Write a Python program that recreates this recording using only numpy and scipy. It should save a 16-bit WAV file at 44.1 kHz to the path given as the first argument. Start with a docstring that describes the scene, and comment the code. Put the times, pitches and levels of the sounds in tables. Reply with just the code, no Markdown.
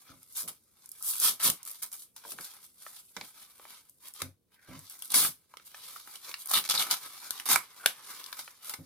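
"""A folded paper packet is torn open by two hands over a desk, close to a phone in a small room.
Each rip is a run of breaking fibres. In between, fingers and layers rub, dragged edges scrape,
single fibres tick, creases buckle with sharp snaps and curved panels pop inside out.
Rips, rubs and snaps ring the same sheet in three colours: bright hiss, ringing folds and low body.
Underneath, loose flaps push air and now and then a hand bumps the desk."""
import sys
import numpy as np
from scipy import signal
from scipy.fft import rfft, irfft
from scipy.io import wavfile
from scipy.ndimage import uniform_filter1d

SR = 44100
rng = np.random.default_rng(int(sys.argv[2]) if len(sys.argv) > 2 else 0)


def generate_wav(signal):
    """Clip the signal to [-1, 1] and save it as 16-bit WAV at the path in sys.argv[1]."""
    frames = np.transpose(np.atleast_2d(signal))
    scaled = np.clip(frames, -1, 1) * 32767
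    pcm = np.round(scaled).astype(np.int16)
    wavfile.write(sys.argv[1], SR, pcm)


N = 390680
TIME = np.arange(N) / SR

# The three colours of the paper, each a spectrum: f/Hz, level/dB
HISS_SPECTRUM = [(4500, -14.5), (6500, -11), (8300, -6), (9700, -1.5), (11500, -3), (14500, -5),
                 (16000, -25), (18000, -31)]
FOLDS_SPECTRUM = [(2000, -25), (2900, -2.5), (3500, 3), (4700, 2), (6300, -1), (8000, -14.5)]
BODY_SPECTRUM = [(50, -30), (150, -12), (650, -10), (880, -3), (1250, 1.5), (1550, -2.5), (1880, -7),
                 (2200, -0.5), (2800, -10), (4000, -25)]
# The quiet of the room: f/Hz, level/dB
ROOM_TONE_SPECTRUM = [(25, -26.5), (60, -0.5), (200, -1), (500, -6.5), (1500, -35), (16000, -24)]

# Cue levels are set ahead of the mix; folds and body are relative to the hiss.
# The grip on the packet, which never quite stops sliding: t/s, hiss/dB, body/dB
GRIP = [(0, -60.5, -9), (.3, -63, -16), (.6, -68, -12.5), (1.6, -66, 1), (2.1, -71.5, -14.5),
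        (3.08, -64.5, -23), (3.3, -59.5, -10), (3.799, -61, -8), (3.94, -71, -21.5), (4.451, -87, -10),
        (4.72, -61.5, -7.5), (5.1, -54, -15), (5.43, -73.5, -7), (5.8, -58, -8.5), (7.4, -50, -7),
        (7.66, -62, -2.5), (8.05, -56.5, -3), (8.45, -52.5, -9), (8.56, -63.5, -5)]
# Strokes of a finger or a layer over the sheet: t/s, length/s, hiss/dB, body/dB
RUBS = [(0.06, 0.053, -72, 14), (0.256, 0.14, -52.5, -18), (0.922, 0.18, -50.5, -42),
        (1.733, 0.06, -53.5, -18.5), (1.955, 0.072, -50, -23.5), (2.145, 0.097, -57.5, -7),
        (2.226, 0.11, -48, -17), (2.348, 0.13, -47.5, -11.5), (2.477, 0.095, -53, -8.5),
        (2.596, 0.055, -50.5, -16), (2.725, 0.18, -53.5, -17), (2.85, 0.15, -52.5, -13.5),
        (3.123, 0.16, -54.5, -9.5), (3.3, 0.14, -56.5, -9), (3.646, 0.099, -51.5, -7.5),
        (3.993, 0.097, -53, -11), (4.131, 0.037, -50.5, -10), (4.177, 0.046, -49, -4.5),
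        (4.5, 0.054, -67, -3), (4.639, 0.13, -70.5, 11), (4.896, 0.014, -43, -16), (5.647, 0.019, -48, -15),
        (5.67, 0.18, -55.5, -6.5), (5.805, 0.15, -47, -10.5), (6.079, 0.087, -51, -9),
        (6.22, 0.074, -48, -5.5), (6.362, 0.061, -45.5, -19), (6.838, 0.063, -44.5, -3),
        (6.99, 0.058, -47.5, -4), (7.712, 0.18, -52, -6), (8.012, 0.19, -47.5, -5),
        (8.38, 0.019, -43.5, -7.5), (8.619, 0.12, -45.5, -12)]
# An edge or fingertip dragged over a flap: t/s, length/s, first f/Hz, last f/Hz, level/dB
SCRAPES = [(0.07, .08, 1600, 900, -64), (1.005, 0.2, 1200, 1300, -60.5), (1.215, 0.098, 1350, 1249, -48),
           (1.426, 0.07, 1350, 1240, -46), (1.443, .05, 4400, 4100, -38), (2.245, 0.055, 563, 560, -59),
           (4.557, 0.15, 1850, 1680, -68.5), (5.151, .055, 9600, 10100, -31),
           (6.486, 0.12, 1200, 1508, -48), (6.53, 0.063, 3700, 3930, -32), (6.746, .088, 4900, 3196, -32.5),
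           (7.013, 0.15, 1350, 1263, -69), (7.224, .17, 1450, 1310, -62), (7.491, 0.072, 1250, 1193, -44),
           (7.797, .06, 1450, 1300, -54), (7.971, 0.22, 1300, 1210, -63.5), (8.683, 0.084, 922, 926, -64.5)]
# Hands bumping the desk: t/s, level/dB, decay/s
BUMPS = [(.085, -59, 0.07), (4.215, -45, 0.046), (4.68, -48.5, 0.073), (5.235, -56, 0.048),
         (8.783, -47, 0.035)]
# Resonances of the desk top: f/Hz, width/Hz, level/dB
DESK_MODES = [(97.2, 6.9, 2), (144, 31, -1), (260, 16.4, -1.5), (528, 65, -10)]
# Single stiff fibres letting go: t/s, hiss/dB
TICKS = [(.231, -49.5), (.325, -48), (.3713, -31.5), (.459, -49), (.859, -44), (.8912, -42.5),
         (.9167, -37.5), (1.0258, -32), (1.182, -34), (1.2003, -23.5), (1.249, -22), (1.6307, -40),
         (1.652, -39), (1.713, -37.5), (1.831, -34), (1.928, -38), (3.896, -48.5), (4.084, -41),
         (4.138, -42.5), (4.792, -43.5), (4.8977, -40.5), (4.923, -47), (4.991, -45.5), (5.0473, -41),
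         (5.0555, -41), (5.078, -46), (5.1155, -41), (5.1197, -28), (6.4585, -35.5), (6.473, -35)]
# Rips, one for each pull: t/s, rise/s, hold/s, hiss/dB, folds/dB, body/dB
RIPS = [(0.346, 0.033, 0.034, -31.5, -9, -20), (0.471, 0.0096, 0.0053, -35, -10, -13.5),
        (1.02, 0.071, 0.022, -27, -15, -29), (1.122, 0.014, 0.088, -35, -11, -23),
        (1.189, 0.057, 0.046, -21, -7.5, -18.5), (1.39, 0.018, 0.021, -33.5, -6, -8.5),
        (1.419, 0.024, 0.036, -20.5, -9.5, -16), (1.646, 0.024, 0.052, -40, -13.5, -15.5),
        (1.817, 0.0098, 0.011, -33.5, -12, -15.5), (1.907, 0.022, 0.017, -39, -13.5, -16),
        (5.097, 0.021, .02, -37, -3, -11), (5.139, 0.0032, 0.075, -19, -8, -15.5),
        (5.204, 0.023, 0.043, -25, -9, -16.5), (6.48, 0.016, 0.085, -32.5, -8.5, -20.5),
        (6.52, 0.033, 0.029, -25, -4, -10), (6.634, 0.014, 0.0086, -37, 0.5, -4),
        (6.686, 0.013, 0.013, -26.5, 1.5, -8), (6.734, 0.013, 0.008, -29, -1.5, -5.5),
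        (6.774, 0.023, 0.028, -27, -5, -8), (6.893, 0.02, 0.025, -30.5, -0.5, -4.5),
        (7.453, 0.0086, 0.03, -33.5, -4.5, -8), (7.484, 0.028, 0.022, -19, -6.5, -8.5)]
# The loose sheet flapping: t/s, level/dB, decay/s
FLAPS = [(.425, -62, 0.21), (1.27, -57, 0.079), (1.44, -47.5, 0.1), (1.484, -41.5, 0.017),
         (2.32, -60, 0.06), (2.386, -57, 0.033), (3.166, -50, 0.023), (3.211, -56, 0.035),
         (5.146, -50.5, 0.17), (5.244, -51, 0.045), (6.55, -56.5, 0.084), (7.515, -49, 0.06)]
# The puff of air from a flap: f/Hz, level/dB
PUFF_SPECTRUM = [(40, -27.5), (110, -10), (170, -5), (290, -9.5), (560, -13), (1500, -22)]
# Creases buckling and edges giving way: t/s, hiss/dB, folds/dB, body/dB, flip time/s
SNAPS = [(1.5, -19, -9, -19, 0.0022), (2.163, -42, -5, -10, 0.0062), (2.319, -35.5, -8, -13, 0.0044),
         (3.166, -45.5, 9.5, 8, 0.0017), (3.1713, -51, 4, 12, 0.00061),
         (3.2119, -53.5, 15.5, 15.5, 0.00035), (4.2187, -28, -3, -5, .002), (5.022, -34, -6.5, -15, 0.0023),
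         (5.103, -33.5, -6, -19, 0.0028), (5.1412, -21, -3.5, -6.5, 0.0061),
         (5.249, -26, -12, -3.5, 0.0024), (5.57, -47, 2, 1, .002), (6.0746, -48, -6, 0.5, .001),
         (6.156, -40.5, -1, -14, .002), (6.513, -25, -5.5, -6, .003), (6.537, -20, -8, -7.5, .004),
         (6.6903, -27.5, -3, -9.5, 0.0024), (6.9107, -20, -2, -18, 0.0024), (6.9182, -26, -2, -10, 0.0016),
         (7.3073, -24.5, -7, -16.5, 0.00048), (7.399, -35.5, -1.5, -4, 0.00097),
         (7.457, -33, -8, -10, 0.0016), (7.4884, -25, -14, -9, 0.0025), (7.559, -20.5, -6, 3.5, 0.00085),
         (7.8603, -15.5, -2.5, -8, 0.00057), (8.2415, -43.5, 4, -21, 0.00036), (8.263, -42, 1, -32, .0005),
         (8.3275, -39, 2, 1, 0.0014), (8.695, -30.5, -6, -13.5, 0.0047), (8.738, -36, -0.5, 0, 0.0038)]
# Curved panels popping inside out, lower when larger: t/s, f/Hz, level/dB
POPS = [(2.239, 1130, -55), (2.251, 920, -44.5), (2.387, 1550, -39.5), (2.8652, 1320, -44.5),
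        (3.597, 875, -44), (3.653, 905, -48.5), (5.539, 1220, -45.5), (5.598, 1280, -50),
        (5.745, 1550, -41), (5.961, 1330, -43), (6.315, 3330, -39), (6.3411, 2660, -30.5),
        (7.8595, 1600, -23.5), (8.478, 1300, -44)]
# Spectrum of a popping panel: multiple of its pitch, level/dB
PANEL_SPECTRUM = [(.25, -24.5), (.55, -10), (1, 1), (1.75, -11), (3, -17), (9, -31)]


def undb(db):
    """Decibels to gain."""
    return 10 ** (np.asarray(db) / 20)


def unit(x):
    """Scale to rms 1."""
    return x / np.sqrt(np.mean(x ** 2))


def add(out, start, sound):
    """Mix a sound in at a start time in seconds."""
    i = max(int(start * SR), 0)
    out[..., i:i + sound.shape[-1]] += sound[..., :N - i]


def response(points, size=1024):
    """Minimum-phase impulse response of unit energy from a spectrum of (f/Hz, level/dB) points."""
    hz, db = np.transpose(points)
    log_hz = np.log(np.arange(size // 2 + 1) * SR / size + 1)
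    curve_db = np.interp(log_hz, np.log(hz), db, left=db[0] - 21.5, right=db[-1] - 13.5)
    cepstrum = irfft(np.log(undb(curve_db)))
    cepstrum[1:size // 2] *= 2
    cepstrum[size // 2 + 1:] = 0
    impulse = irfft(np.exp(rfft(cepstrum)))
    return impulse[None] / np.linalg.norm(impulse)


def ring(x, impulse):
    """Pass two channels through an impulse response."""
    return signal.oaconvolve(x, impulse, axes=1)[:, :x.shape[1]]


def stereo_noise(size, likeness):
    """White noise whose left and right correlate by likeness."""
    noise = rng.standard_normal((3, size))
    return np.sqrt(likeness) * noise[0] + np.sqrt(1 - likeness) * noise[1:]


def burst(envelope, impulse, likeness, db, length_s=0.0027):
    """A short noise hit through a response; db is its rms if packed into length_s."""
    hit = ring(stereo_noise(len(envelope), likeness) * envelope, impulse)
    return unit(hit) * undb(db) * np.sqrt(length_s * SR / len(envelope))


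def wobble(t, rate):
    """Random values, rate of them a second, joined by straight lines."""
    values = rng.standard_normal(len(t))
    return np.interp((t - t[0]) * rate, np.arange(len(t)), values)


def gesture_db(t, rise_s, hold_s, sag_db_per_s, release_db_per_s):
    """Envelope of one hand movement: it gathers speed, sags while it lasts and dies away."""
    speed = np.clip(t / rise_s, .001, 1)
    sag_db = sag_db_per_s * np.clip(t - rise_s, 0, hold_s)
    release_db = release_db_per_s * np.maximum(t - rise_s - hold_s, 0)
    return 20 * np.log10(speed) - sag_db - release_db


def crackle(rate, spread_db, grain_s, smooth, even_s):
    """Envelope of tiny slips at random moments, few large and many small, over a smooth share."""
    size = len(rate)
    slips = rng.random(size) < rate / SR
    strength = undb(spread_db * np.minimum(rng.exponential(size=size), 5))
    energy = signal.lfilter([1], [1, -np.exp(-1 / (grain_s * SR))], slips * strength ** 2)
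    # the hands feed in energy steadily, however it is shared among the slips
    energy /= np.abs(uniform_filter1d(energy, int(even_s * SR))) + 1e-6
    return np.sqrt(smooth + (1 - smooth) * energy)


def morph(x, new_response, shape_s=.07):
    """Pass a sound through a response that crossfades into a new shape every shape_s."""
    hop = int(shape_s * SR)
    fade = signal.get_window("hann", 2 * hop)
    padded = np.pad(x, ((0, 0), (hop, 3 * hop)))
    out = np.zeros((2, padded.shape[1] + SR))
    for i in range(0, x.shape[1] + hop, hop):
        part = signal.fftconvolve(padded[:, i:i + 2 * hop] * fade, new_response(), axes=1)
        out[:, i:i + part.shape[1]] += part
    return out[:, hop:hop + x.shape[1]]


def sheet():
    """Each colour as (spectrum, detune spread/semitones, likeness): lows reach both sides alike."""
    return [(HISS_SPECTRUM, .3, .25), (FOLDS_SPECTRUM, 1.38, .35), (BODY_SPECTRUM, 0.13, .88)]


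def bent(spectrum, semitones):
    """Response of one colour of the sheet, detuned at random by bending."""
    stretch = 2 ** (semitones * rng.standard_normal() / 12)
    return response([(hz * stretch, db) for hz, db in spectrum])


def drive_sheet(envelopes_db, t, grains, paper, jerk_db, jerk_rate):
    """Grains ring hiss, folds and body; the hands move in jerks and the sheet keeps changing shape."""
    hiss_db, folds_db, body_db = (db + jerk_db * wobble(t, jerk_rate) for db in envelopes_db)
    levels_db = hiss_db, hiss_db + folds_db, hiss_db + body_db
    out = np.zeros((2, len(t)))
    for db, (spectrum, semitones, likeness) in zip(levels_db, paper):
        friction = stereo_noise(len(t), likeness) * grains * undb(db)
        out += morph(friction, lambda: bent(spectrum, semitones))
    return out


def thuds(cues, impulse, rise_share, size):
    """Soft pushes through a low response; the longer a push lasts, the more gently it swells."""
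    out, t = np.zeros((2, N)), np.arange(size) / SR
    for start, db, decay_s in cues:
        attack = 1 - np.exp(-t / (rise_share * decay_s))
        decay = np.exp(-.5 * (t / decay_s) ** 2) * (1 - t / t[-1])
        thud = ring(stereo_noise(size, 0.83) * attack * decay, impulse)
        add(out, start, unit(thud) * undb(db) * np.sqrt(decay_s * SR / size))
    return out


def room_tone(level_db=-77):
    """The quiet of the room: a faint, steady bed of low noise."""
    return undb(level_db) * ring(stereo_noise(N, 0.53), response(ROOM_TONE_SPECTRUM, size=4096))


def rub_envelopes(rise_share=0.55):
    """Hiss/dB and relative body/dB of the sliding grip and all the strokes together."""
    times, *columns = np.transpose(GRIP)
    grip_db, grip_body_db = (np.interp(TIME, times, column) for column in columns)
    power = undb([grip_db, grip_db + grip_body_db]) ** 2
    t = TIME[:SR // 2]
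    for start, length_s, db, body_db in RUBS:
        rise_s = rise_share * length_s
        hiss_db = db + gesture_db(t, rise_s, length_s - rise_s, sag_db_per_s=15.5, release_db_per_s=405.5)
        add(power, start, undb([hiss_db, hiss_db + body_db]) ** 2)
    return 10 * np.log10([power[0], power[1] / power[0]])


def rubbing(paper, slip_rate=500, folds_offset_db=-1, folds_per_body=0.48):
    """Skin and paper slide with a soft hiss, catching in small ticks."""
    hiss_db, body_db = rub_envelopes()
    # the more of the sheet is free to move, the more its folds ring too
    folds_db = folds_offset_db + folds_per_body * body_db
    grains = crackle(np.full(N, slip_rate), spread_db=2.6, grain_s=0.0012, smooth=0.46, even_s=0.16)
    return drive_sheet((hiss_db, folds_db, body_db), TIME, grains, paper, jerk_db=2.5, jerk_rate=45)


def scraping(slip_rate=600, swell_power=0.24, half_width_hz=216):
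    """Uneven slips drive one broad resonance of a flap; its note glides with the flap's free length."""
    out = np.zeros((2, N))
    for start, length_s, first_hz, last_hz, db in SCRAPES:
        size = int(length_s * SR)
        likeness = np.interp(first_hz, [1500, 3500], [.9, .35])
        rate = np.full(size, slip_rate)
        grains = crackle(rate, spread_db=5.0, grain_s=0.00055, smooth=0.2, even_s=0.031)
        slips = grains * (stereo_noise(size, likeness) + 1j * stereo_noise(size, likeness))
        cutoff_hz = half_width_hz * np.sqrt(first_hz / 1000)  # higher notes are broader
        drive = signal.sosfilt(signal.butter(2, cutoff_hz, fs=SR, output="sos"), slips)
        glide_hz = np.geomspace(first_hz, last_hz, size)
        note = np.real(drive * np.exp(2j * np.pi * np.cumsum(glide_hz) / SR))
        swell = np.sin(np.pi * np.arange(size) / size) ** swell_power
        add(out, start, unit(swell * note) * undb(db))
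    return out


def desk_bumps(top_hz=480, size=4096):
    """The desk top rings in a few damped modes; a soft hand excites no treble."""
    t = np.arange(size) / SR
    modes = sum(undb(db) * width * np.exp(-np.pi * width * t) * np.cos(2 * np.pi * hz * t)
                for hz, width, db in DESK_MODES)
    muffled = signal.sosfilt(signal.butter(2, top_hz, fs=SR, output="sos"), modes)
    return thuds(BUMPS, muffled[None], rise_share=0.11, size=16384)


def ticking(paper, break_s=0.00054, size=512):
    """A fibre breaks at once: a pin-sharp click, all hiss, too small to ring the body of the sheet."""
    out, t = np.zeros((2, N)), np.arange(size) / SR
    spectrum, semitones, likeness = paper[0]
    for start, db in TICKS:
        add(out, start, burst(np.exp(-t / break_s), bent(spectrum, semitones), likeness, db))
    return out


def tearing(paper, fibre_rate=620, db_per_doubling=6, coarser_per_body=.7, size=13000):
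    """Fibres break one by one; a faster rip is louder and denser, a slack sheet tears more coarsely."""
    out, t = np.zeros((2, N)), np.arange(size) / SR
    for start, rise_s, hold_s, db, folds_db, body_db in RIPS:
        hiss_db = db + gesture_db(t, rise_s, hold_s, sag_db_per_s=53.5, release_db_per_s=498.5)
        rate = fibre_rate * 2 ** ((hiss_db + 29.5 - coarser_per_body * body_db) / db_per_doubling)
        grains = crackle(rate, spread_db=2.6, grain_s=0.00026, smooth=0.08, even_s=0.013)
        rip = drive_sheet((hiss_db, folds_db, body_db), t, grains, paper, jerk_db=0.63, jerk_rate=151.4)
        add(out, start, rip)
    return out


def flapping():
    """The loose sheet pushes air in soft, low puffs."""
    return thuds(FLAPS, response(PUFF_SPECTRUM), rise_share=.06, size=6144)


def snapping(paper, flutter_s=0.0018, flutter_db=-17, size=1024):
    """A crease flips with a crack, slower when it is slack, and the sheet flutters for a moment."""
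    out, t = np.zeros((2, N)), np.arange(size) / SR
    for start, hiss_db, folds_db, body_db, flip_s in SNAPS:
        crack = np.exp(-t / flip_s) + undb(flutter_db) * np.exp(-t / flutter_s)
        pan_db = rng.normal(-0.5, 2)  # left minus right
        pan = undb([[pan_db / 2], [-pan_db / 2]])
        for db, (spectrum, semitones, likeness) in zip((0, folds_db, body_db), paper):
            add(out, start, pan * burst(crack, bent(spectrum, semitones), likeness, hiss_db + db))
    return out


def popping(push_s=0.0021, flutter_s=0.0016, flutter_db=-2, size=1024):
    """A whole panel flips with one soft push at its own pitch, then trembles."""
    out, t = np.zeros((2, N)), np.arange(size) / SR
    for start, hz, db in POPS:
        panel = response([(multiple * hz, gain_db) for multiple, gain_db in PANEL_SPECTRUM])
        push = panel * undb(db) * np.sqrt(push_s * SR)
        tremble = burst(np.exp(-t / flutter_s), panel, likeness=1, db=db + flutter_db)
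        add(out, start, push + tremble)
    return out


def room(x, scatter_s=0.0021, scatter_db=-3.5, t60_s=0.19, tail_db=-7, size=16384, early_size=1024):
    """Desk and moving hands scatter the sound, then the small room adds a short tail."""
    t = np.arange(size) / SR
    early = (np.exp(-t / scatter_s) * (t > .001))[:early_size]
    scattered = morph(x, lambda: unit(stereo_noise(early_size, 0.46) * early) / np.sqrt(early_size))
    tail = stereo_noise(size, 0.24) * undb(-60 * t / t60_s) * (t > scatter_s)
    reverb = ring(x, unit(tail) / np.sqrt(size))
    direct = np.array([x[0], np.roll(x[1], 2)])  # the left microphone is slightly nearer
    return direct + undb(scatter_db) * scattered + undb(tail_db) * reverb


def scene(tear_db=-3.0, rub_db=-1, snap_db=-0.85):
    """The mix: crisp paper through the room, with dry low thuds and room tone underneath."""
    paper = sheet()
    crisp = undb(tear_db) * tearing(paper) + ticking(paper) + scraping() + popping()
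    crisp += undb(rub_db) * rubbing(paper) + undb(snap_db) * snapping(paper)
    dull = flapping() + desk_bumps()
    return room(crisp) + dull + room_tone()


def record(dry, top_hz=16300):
    """The phone clips at full scale and cuts the top end steeply."""
    high_cut = signal.ellip(10, .2, 75, top_hz, fs=SR, output="sos")
    return signal.sosfilt(high_cut, np.clip(dry, -1, 1))


dry = scene()
out = record(dry)
generate_wav(out)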